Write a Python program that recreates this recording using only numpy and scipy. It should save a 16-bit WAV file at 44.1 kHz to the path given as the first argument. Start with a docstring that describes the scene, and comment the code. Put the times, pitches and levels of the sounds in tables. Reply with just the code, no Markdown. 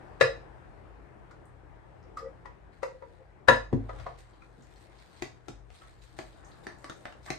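"""A ladle knocks and drags in a steel saucepan, exciting its normal modes; the pan is set down on a
table, which thuds and sways. A spoon then stirs stew and rice in a glass bowl, tapping and grinding on
its wall, whose modes the food damps. Impacts ring as sums of decaying sinusoids; the wet grains make
modulated noise. A fan and a fridge fill the small, reverberant kitchen, and a phone picks it all up."""
import sys
import numpy as np
from scipy import signal
from scipy.fft import rfft, irfft, next_fast_len
from scipy.io import wavfile
from scipy.ndimage import uniform_filter1d, map_coordinates

SR = 44100
rng = np.random.default_rng(int(sys.argv[2]) if len(sys.argv) > 2 else 0)


def put_to_file(sound):
    """Save the sound as 16-bit audio at rate SR, in the file named by the first command-line argument."""
    columns = np.atleast_2d(sound).T  # one column per channel
    safe = np.clip(columns, -1, 1)
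    whole_steps = np.round(safe * 32767)
    wavfile.write(sys.argv[1], SR, whole_steps.astype(np.int16))


N = 325619
TIME = np.arange(N) / SR
T = np.arange(SR * 9 // 20) / SR  # time within one short sound

# background levels: t/s, fan/dB, fridge/dB
BACKGROUND = [(0.0, -53.5, -54.5), (.5, -56.5, -55.5), (1.44, -61, -57.5), (2.38, -60, -58),
              (2.9, -62.5, -60.5), (4.75, -62.5, -61), (6.04, -63.5, -58.5), (6.52, -59, -60),
              (7.38, -62.5, -56.5)]
# rush of noise and low rumble after the pan is set down: peak t/s, rush/dB, rumble/dB, rise/s, fall/s
SET_DOWN_SWELL = (4, -57, -47.5, 0.16, 0.18)
# noise spectra of airy rush, low rumble and wet grains: f/Hz, relative density/dB
AIR_SPECTRUM = [(88, -19), (150, -1.5), (251, -7), (316, -1), (572, -5.5), (762, -5), (1120, -9.5),
                (1230, -11), (1730, -12.5), (2960, -27), (6610, -42.5), (8980, -41.5), (14500, -46)]
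RUMBLE_SPECTRUM = [(20, -37.5), (35, -8), (52, 9), (68, -4), (84, 2.5), (100, -19), (121, -1), (140, -14.5),
                   (165, -5.5), (220, -46)]
GRAIN_SPECTRUM = [(880, -34.5), (1500, -10), (1920, -5), (2890, -11.5), (3950, -7.5), (5610, -14.5),
                  (8590, -12), (9630, -13), (10600, -36), (12400, -7.5), (14500, -27)]
# compressor tones: f/Hz, relative level/dB
COMPRESSOR_TONES = [(53, -6), (84, -9.5), (121, -6.5)]
# impacts: t/s, spot, level/dB, extra bass/dB, extra treble/dB, left bias/dB, accent f/Hz, accent/dB
LADLE_BLOWS = [(0.209, "wall", -16, -3.5, 0.5, 6.5, 3895, 4), (1.309, "side", -41.5, 5, -7.5, 1, 1600, 4),
               (2.171, "side", -32.5, -5, -3.5, 0, 1240, 5.5), (2.188, "wall", -57.5, 8, 13, 7, 5100, 14.5),
               (2.455, "rim", -43, -31, -2.5, 10, 1900, 6.5), (2.829, "rim", -31, 6, 4, 6, 557, 6.5),
               (3.022, "rim", -45.5, 9.5, -15, 4.5, 1020, 3.5),
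               (3.483, "flat", -12.5, -0.5, 1, 11.5, 1750, 2.5),
               (3.727, "flat", -43, 25, 0, -1.5, 258, 9.5), (3.892, "base", -32, -3.5, -5, 4.5, 1180, 1.5),
               (3.997, "base", -44.5, -18, 12.5, 7, 3300, 9),
               (4.064, "base", -32, -6, -3.5, 1.5, 1070, 13.5),
               (4.184, "wall", -64.5, 12, 19.5, -1, 4240, 7.5),
               (4.42, "side", -48, 14, -6.5, 6, 2423, 25.5)]
SPOON_BLOWS = [(5.222, "wall", -32.5, 2.5, -1.5, 5.6, 2000, 4.3), (5.483, "wall", -46.5, 0, 4, 22, 339, 3),
               (5.703, "wall", -54, -7, -7, 9.5, 2050, 3), (5.819, "rim", -52, -24, -17, 5.6, 1303, 13),
               (6.188, "wall", -37.5, 2.5, -4.5, 9.8, 1810, 4.9),
               (6.668, "bottom", -39, 3.5, 0.5, 4.9, 1760, 13),
               (6.843, "bottom", -39.5, -4.5, 0, 5.5, 1090, 18),
               (6.897, "rim", -38.5, 4, 2.5, 7, 3530, 9.2),
               (7.054, "wall", -36, -12, -11.5, 5.9, 1665, 5.2),
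               (7.124, "rim", -46, -11, -6, 5.4, 2800, 1.5),
               (7.262, "bottom", -43.5, -10, 2, 3.4, 1900, 1.5),
               (7.303, "bottom", -26, -4, -3, 7.8, 4150, 3.6)]
# centres of the excitation bands: f/Hz
BAND_CENTRES = [330, 520, 720, 1000, 1300, 1760, 2050, 2800, 4500, 9000]
# excitation by spot struck: level/dB in each band
PAN_EXCITATION = {"flat": [-8, -9.5, -1, 4, 1, 0.5, -7, -8, -11, -15.5], "wall": [-13.5, 0, -2, -7.5, 2,
                  2.5, -1.5, -4.5, -8, -15.5], "rim": [-32.5, -3.5, -8, 2.5, -1.5, -16.5, -6.5, -14, -16,
                  -22], "base": [-17, -10.5, 1.5, -10, -2, -19.5, -12, -21, -19.5, -33.5], "side": [-18,
                  -27, -34, -12.5, 0.5, -21, -13.5, -27, -15.5, -18.5]}
BOWL_EXCITATION = {"wall": [-5, -2.5, -7.5, -28, -0.5, -5, -4, -5, -4.5, -9], "rim": [-11, -2, -12.5, -35,
                   3.5, -5, -27, -5, -6.5, -17], "bottom": [-7.5, -5.5, -12, -12.5, -16, -8.5, -8.5, -12.5,
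                   -8, -13.5]}
# normal modes: f/Hz, level/dB, unscaled T60/s, left bias/dB, right lag/rad
PAN_MODES = [(330, -3.5, 0.2, 4.5, 1.3), (469, -1.5, 0.4, 4.5, 0.5), (526.7, 7, 0.15, 13, 1.2),
             (697.4, 0.5, 0.052, 16, 0.87), (900, -25.5, 0.11, 24, 1), (972, 3.5, 0.15, -2, 2),
             (1027, -11, .12, 3.5, 1), (1210, 9.5, 0.026, 5, 0.61), (1382, 1.5, 0.059, 10, 0.67),
             (1566, -18.5, 0.04, -9.5, 1), (1736, 5.5, 0.11, 3, 1.7), (1845, -4.5, 0.14, -4, 1.2),
             (1942, 6.5, 0.077, 2.5, 0.71), (2147, -5.5, 0.044, 25, 2), (2496, -7.5, 0.35, -24, 0.58),
             (2704, 3, 0.18, -8, 0.57), (2980, -2.5, 0.084, 19, 3), (3630, -5.5, 0.079, 3.5, 1.7),
             (3870, -2, .17, 8, 3.6), (3910, -1.5, 0.14, 10, 6.8), (4340, -9, 0.21, -8.5, 0.67),
             (5023, -2.5, 0.34, 0, 1.1), (6540, -1, 0.24, -3.5, 1.6), (8090, -7, 0.27, 9, 0.91),
             (11100, -4, 0.042, -10.5, .5), (13100, -16, .1, -12.5, .5)]
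BOWL_MODES = [(347, 3, 0.072, 9.5, 0.67), (644, -3, 0.1, -24, 0.82), (713, 5.5, 0.039, 11.5, 0.32),
              (1110, -19, 0.013, 12, 1), (1147, 5.5, 0.062, -4, 0.33), (1567, -3, 0.018, 0, 0.43),
              (1794, 12.5, 0.013, -13.5, 0.41), (1974, 4.5, 0.027, -12, 0.27), (2510, 1, 0.036, 28, 1),
              (3235, -4, 0.019, 18, 0.81), (3780, -5, 0.17, 7.5, 0.75), (4230, -2.5, 0.0068, 17, 0.33),
              (4870, -27, 0.008, 29, 1), (6410, 8, 0.02, 27, 1)]
# jolts of the table: t/s, sway/dB, thud/dB, extra for upper modes/dB
JOLTS = [(0.219, -53, -31, -19.5), (3.49, -38, -25.5, -4), (3.728, -35, -21, 1), (4.58, -70, -51.5, -3),
         (5.224, -65.5, -47.5, -9), (5.488, -53, -46, 2.5), (6.188, -52, -54, 1), (7.305, -52, -45, -12)]
# table-top modes: f/Hz, level/dB, T60/s
TABLE_MODES = [(130.6, 1, 0.17), (106, -12.5, 0.5), (236, -3, 0.21), (271.9, -9.5, 0.24),
               (362, -2.5, 0.065), (425, -6, .08), (714, -5.5, 0.016)]
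# wet clicks: t/s, peak level/dB, f/Hz
WET_CLICKS = [(1.455, -61, 9300), (2.0275, -65, 5130), (4.3338, -62, 3780), (4.5287, -70, 4340),
              (4.6225, -58, 6750), (4.7601, -61, 4350), (4.986, -57.5, 4180), (5.1732, -57, 4220),
              (5.7756, -57.5, 4170), (6.0173, -58, 3730), (6.0684, -61.5, 3970), (6.329, -60, 3720),
              (6.379, -63, 3230), (6.4476, -55, 6660), (6.5153, -56, 4030), (6.6353, -58.5, 3870),
              (6.718, -65, 7800), (7.23, -60, 5070)]
# ladle drags: peak t/s, level/dB, lower mode re upper/dB, rise/s
LADLE_DRAGS = [(2.232, -52, 9, 0.024), (2.269, -38.5, -5, 0.044), (2.951, -47, -12, 0.023),
               (3.036, -50.5, -14, 0.04), (3.214, -53, -6, .035)]
# strokes through the food: peak t/s, level/dB, extra for low band/dB, rise/s, fall/s
STROKES = [(2.722, -82.5, 6, .008, 1), (3.138, -84.5, 6, 0.17, 0.092), (4.0, -76, 12, 0.26, 0.55),
           (4.183, -72, -13.5, .012, 0.18), (4.622, -87, 8.5, 0.038, 0.41),
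           (4.838, -72.5, -2.5, 0.48, 0.08), (5.018, -81, 11.5, 0.19, 0.14), (5.2, -70.5, 5.5, 0.35, 0.23),
           (5.46, -84.5, 6.5, 0.026, .4), (5.744, -69.5, 3.5, 0.049, 0.57),
           (6.029, -69.5, -0.5, 0.015, 0.21), (6.171, -70.5, 0, 0.01, 0.6), (6.462, -73.5, -8, 0.034, .4),
           (6.638, -69, -2, 0.012, 0.092), (6.788, -71, -11.5, 0.015, 0.49), (7.04, -74, 1, .3, .3),
           (7.26, -61.5, -2, 0.032, .2)]
# spoon edge on glass: peak t/s, level/dB, rise/s, fall/s
SPOON_SCRAPES = [(5.822, -62, 0.01, 0.28), (6.438, -61, 0.0099, 0.038), (6.923, -52, 0.095, 0.023),
                 (7.285, -44.5, 0.021, 0.041)]
# likeness of left and right in the room: f/Hz, coherence
COHERENCE = [(60, 0.1), (130, 0.21), (290, 0.11), (1400, 0.067), (6000, 0.088), (12000, 0.37)]
# reverberation time: f/Hz, T60/s
ROOM_DECAY = [(100, 0.049), (500, 0.29), (2000, 0.26), (6000, 0.33), (12000, 0.2)]
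# microphone response: f/Hz, gain/dB
MIC_RESPONSE = [(20, 4), (9300, 1.5), (10000, -10.5), (11000, -24.5), (11500, -3), (14000, -23)]


def amp(db):
    """Amplitude ratio of a level."""
    return 10 ** (np.asarray(db) / 20)


def unit(x):
    """Normalisation to unit rms."""
    return x / np.sqrt(np.mean(x ** 2) + 1e-20)


def left_bias(db):
    """Stereo gains for a level difference, left over right."""
    return amp([[db / 2], [-db / 2]])


def along(points, hz):
    """Interpolation of (f/Hz, value) points in log frequency."""
    f, value = np.transpose(points)
    return np.interp(np.log(hz + 1), np.log(f + 1), value)


def swell(s, db, rise, fall):
    """Exponential growth and decay about time s; rise and fall are seconds per 20 dB."""
    t = TIME - s
    return amp(db - 20 * np.maximum(-t / rise, t / fall))


def wobble(rate):
    """Smooth random modulation, rate knots a second."""
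    return map_coordinates(rng.standard_normal(int(N * rate / SR) + 4), [TIME * rate])


def filtered(x, response):
    """Linear filtering: the spectrum of x times a frequency response."""
    size = next_fast_len(x.shape[-1] + 8192)
    return irfft(rfft(x, size) * response(np.fft.rfftfreq(size, 1 / SR)), size)[..., :x.shape[-1]]


def crackle(spiky_db, grain_samples):
    """Stepwise amplitude modulation: stereo noise with a random level for each grain."""
    noise = rng.standard_normal((2, N))
    spikes = np.minimum(rng.exponential(size=N // grain_samples + 1), 3)
    return noise * amp(spiky_db * spikes.repeat(grain_samples)[:N])


def rush(spectrum, patchy_db, source=None):
    """Partially coherent stereo noise of unit rms, its gain patchy in time and frequency."""
    cells = signal.stft(rng.standard_normal((2, N)) if source is None else source, nperseg=512)[2]
    patches = uniform_filter1d(uniform_filter1d(rng.standard_normal(cells.shape[1:]), 6, 0), 12, 1)
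    pair = signal.istft(cells * amp(patchy_db * unit(patches)), nperseg=512)[1][:, :N]
    angle = lambda f: np.arccos(along(COHERENCE, f)) / 2
    mid, side = filtered(pair, lambda f: amp(along(spectrum, f)) * [np.cos(angle(f)), np.sin(angle(f))])
    return unit(np.array([mid + side, mid - side]))


def add_in_room(mix, s, sound, wet_db):
    """Reverberation: adds at time s the direct sound and its convolution with decaying noise."""
    hz, t, (left, other) = signal.stft(rng.standard_normal((2, len(T))), SR, nperseg=256)
    coherence = along(COHERENCE, hz)[:, None]
    diffuse = np.array([left, coherence * left + np.sqrt(1 - coherence ** 2) * other])
    decay = amp(-60 * t / along(ROOM_DECAY, hz)[:, None])
    tail = signal.istft(diffuse * decay, SR, nperseg=256)[1][:, :len(T)]
    tail = tail * (T > .003) / np.linalg.norm(tail[0])
    wet = signal.fftconvolve(sound.mean(0)[None], tail, axes=1)[:, :len(T)]
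    part = mix[:, round(s * SR):][:, :len(T)]
    part += (sound + amp(wet_db) * wet)[:, :part.shape[1]]


def kitchen_noise():
    """Broadband fan noise and low fridge hum; a rush and a rumble also swell after the pan is set down."""
    air = amp(wobble(2.2)) * rush(AIR_SPECTRUM, patchy_db=1.5)
    tones = sum(amp(db + 1.6 * wobble(1.3)) * np.sin(2 * np.pi * hz * TIME + 2.1 * wobble(8) + [[0], [.8]])
                for hz, db in COMPRESSOR_TONES)
    rumble = amp(-3) * rush(RUMBLE_SPECTRUM, patchy_db=0.5) + tones
    times, fan_db, fridge_db = np.transpose(BACKGROUND)
    fan = amp(np.interp(TIME, times, fan_db)) * air
    fridge = amp(np.interp(TIME, times, fridge_db)) * rumble
    s, rush_db, rumble_db, rise, fall = SET_DOWN_SWELL
    set_down = swell(s, rush_db, rise, fall) * air + swell(s, rumble_db, rise, fall) * rumble
    return (fan + fridge + set_down) * left_bias(5)


def impacts(blows, spots, modes, ring_db, t60_scales, rise_s, lead_in_db, contact_db, rattle_t60, wet_db):
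    """Modal superposition: the spot struck weights both the decaying modes and the contact noise."""
    mix = np.zeros((2, N))
    hz, level, t60, mode_bias, lag = np.transpose(modes)[..., None]
    high = hz > 2300
    t60 = t60 * np.where(high, t60_scales[1], t60_scales[0])
    lead_in_s = .009  # faint noise swells in just before each hit
    after = np.maximum(T - lead_in_s, 0)
    attack = 1 - np.exp(-(after / rise_s) ** 2)
    noise_onset = attack + amp(lead_in_db) * np.minimum(T / lead_in_s, 1) * (1 - attack)
    rattle, tick = amp(-60 * after / rattle_t60), amp(7 - 60 * after / .006)
    bass = along([(330, 1), (720, 0)], np.array(BAND_CENTRES))
    treble = along([(1500, 0), (9000, 1)], np.array(BAND_CENTRES))
    for s, spot, db, bass_db, treble_db, bias_db, accent_hz, accent_db in blows:
        strength = db + np.array(spots[spot]) + bass_db * bass + treble_db * treble
        accent = lambda f: accent_db * np.exp(-(np.log2((f + 1) / accent_hz) / 0.11) ** 2)
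        colour_db = lambda f: along(list(zip(BAND_CENTRES, strength)), f) + accent(f)
        side_db = lambda f: bias_db / 2 / (1 + (f / 4000) ** 2)  # the bias fades in the treble
        high_db = -5.5 + .25 * min(strength[-2] + 25, 0)  # light taps hardly excite high modes
        drive_db = colour_db(hz) + high_db * high + rng.normal(0, 1.2, hz.shape)
        envelope = amp(ring_db + level + drive_db - 60 * after / t60) * attack
        phase = 2 * np.pi * hz * (1 + rng.normal(0, 0.0042, hz.shape)) * (T - lead_in_s)
        left = amp(mode_bias / 2 + side_db(hz))
        ring = np.array([(envelope * left * np.sin(phase)).sum(0),
                         (envelope / left * np.sin(phase - lag)).sum(0)])
        hard_db = .25 * max(max(strength) + 35, 0)  # hard blows ring more than they rattle
        contact_gain = noise_onset * amp(contact_db - hard_db) * (rattle + tick)
        mid, side = rng.standard_normal((2, len(T))) * contact_gain
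        shape = lambda f: amp(colour_db(f) + [side_db(f), -side_db(f)]) * f / (f + 150) / np.sqrt(f + 1)
        contact = filtered(mid + [[.6], [-.6]] * side, shape)
        add_in_room(mix, s - lead_in_s, ring + contact, wet_db)
    return mix


def pan_knocks():
    """Free vibration of the steel pan after each blow of the ladle."""
    return impacts(LADLE_BLOWS, PAN_EXCITATION, PAN_MODES, ring_db=-5.5, t60_scales=(0.62, 0.4),
                   rise_s=.0021, lead_in_db=-28.5, contact_db=42.5, rattle_t60=0.054, wet_db=0)


def table_jolts(sway_hz=49, sway_t60=1.1):
    """Damped oscillation: the table top thuds in its modes and the table sways on its legs."""
    mix = np.zeros((2, N))
    for s, sway_db, thud_db, upper_db in JOLTS:
        thud = 0
        for hz, db, t60 in TABLE_MODES:
            decay = amp(thud_db + db + upper_db * (hz > 180) - 60 * T / t60)
            thud += decay * (1 - np.exp(-T * hz / 0.71)) * np.sin(2 * np.pi * hz * T)
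        add_in_room(mix, s, thud * left_bias(5), wet_db=-1)
        since = np.maximum(TIME - s, 0)
        envelope = amp(sway_db - 60 * since / sway_t60) * (1 - np.exp(-since / 0.043))
        mix += envelope * np.sin(2 * np.pi * sway_hz * since) * left_bias(-3)
    return mix


def wet_clicks(t60=0.016):
    """Band-limited transients: single squelches of grains and stew."""
    mix = np.zeros((2, N))
    for s, db, hz in WET_CLICKS:
        burst = rng.standard_normal(len(T)) * amp(-60 * T / t60) * (1 - np.exp(-T / 0.00059))
        snap = filtered(burst, lambda f: np.exp(-np.log((f + 1) / hz) ** 2 / 0.078))
        add_in_room(mix, s, amp(db) * snap / np.abs(snap).max() * left_bias(3), wet_db=3.5)
    return mix


def ladle_drag(fall_s=0.039):
    """Beating: the dragged ladle sustains two close pan modes unevenly, with a faint higher one."""
    lower, upper, top = (np.sin(2 * np.pi * PAN_MODES[k][0] * TIME + 1.53 * wobble(25))
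                         for k in (1, 2, 12))
    hum = sum(swell(s, db, rise, fall_s) * (upper + amp(lower_db) * lower + amp(-23) * top)
              for s, db, lower_db, rise in LADLE_DRAGS)
    return hum * left_bias(5)


def stirring():
    """Granular noise: wet grains hiss in a low and a high band that swell with each stroke."""
    hiss = rush(GRAIN_SPECTRUM, patchy_db=2, source=crackle(spiky_db=3.2, grain_samples=70))
    low = filtered(hiss, lambda f: 1 / (1 + (f / 4500) ** 4))
    high = hiss - low
    high_gain = sum(swell(s, db, rise, fall) for s, db, _, rise, fall in STROKES)
    low_gain = sum(swell(s, db + low_db, rise, fall) for s, db, low_db, rise, fall in STROKES)
    return amp(0.58 * wobble(23)) * (low_gain * low + high_gain * high) / np.std(high)


def bowl_taps():
    """Damped vibration: the stew shortens the ring of the glass after each tap of the spoon."""
    return impacts(SPOON_BLOWS, BOWL_EXCITATION, BOWL_MODES, ring_db=-2.5, t60_scales=(0.69, 0.38),
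                   rise_s=.0008, lead_in_db=-32.5, contact_db=41.5, rattle_t60=0.025, wet_db=1.5)


def spoon_grinding(bandwidth_hz=220):
    """Forced resonance: the spoon edge stutters along the glass and drives four middle modes."""
    resonance = lambda f, hz: 1j * f * bandwidth_hz / (hz * hz - f * f + 1j * f * bandwidth_hz)
    glass = lambda f: sum(resonance(f, hz) for hz, *_ in BOWL_MODES[3:7]) / (1 + (f / 2500) ** 2)
    stutter = crackle(spiky_db=2.5, grain_samples=60)
    return sum(swell(*row) for row in SPOON_SCRAPES) * unit(filtered(stutter, glass)) * left_bias(3)


def scene():
    """Superposition: the pressures of all sources add."""
    return (pan_knocks() + bowl_taps() + ladle_drag() + table_jolts()
            + stirring() + wet_clicks() + spoon_grinding() + kitchen_noise())


def record(dry):
    """Transduction: the phone dips just above 10 kHz, saturates softly and cuts off at 14.6 kHz."""
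    heard = filtered(dry, lambda hz: amp(along(MIC_RESPONSE, hz)))
    rounded = heard / (1 + np.abs(heard / .93) ** 4) ** (1 / 4)
    return filtered(rounded, lambda hz: hz < 14600)


dry = scene()
out = record(dry)
put_to_file(out)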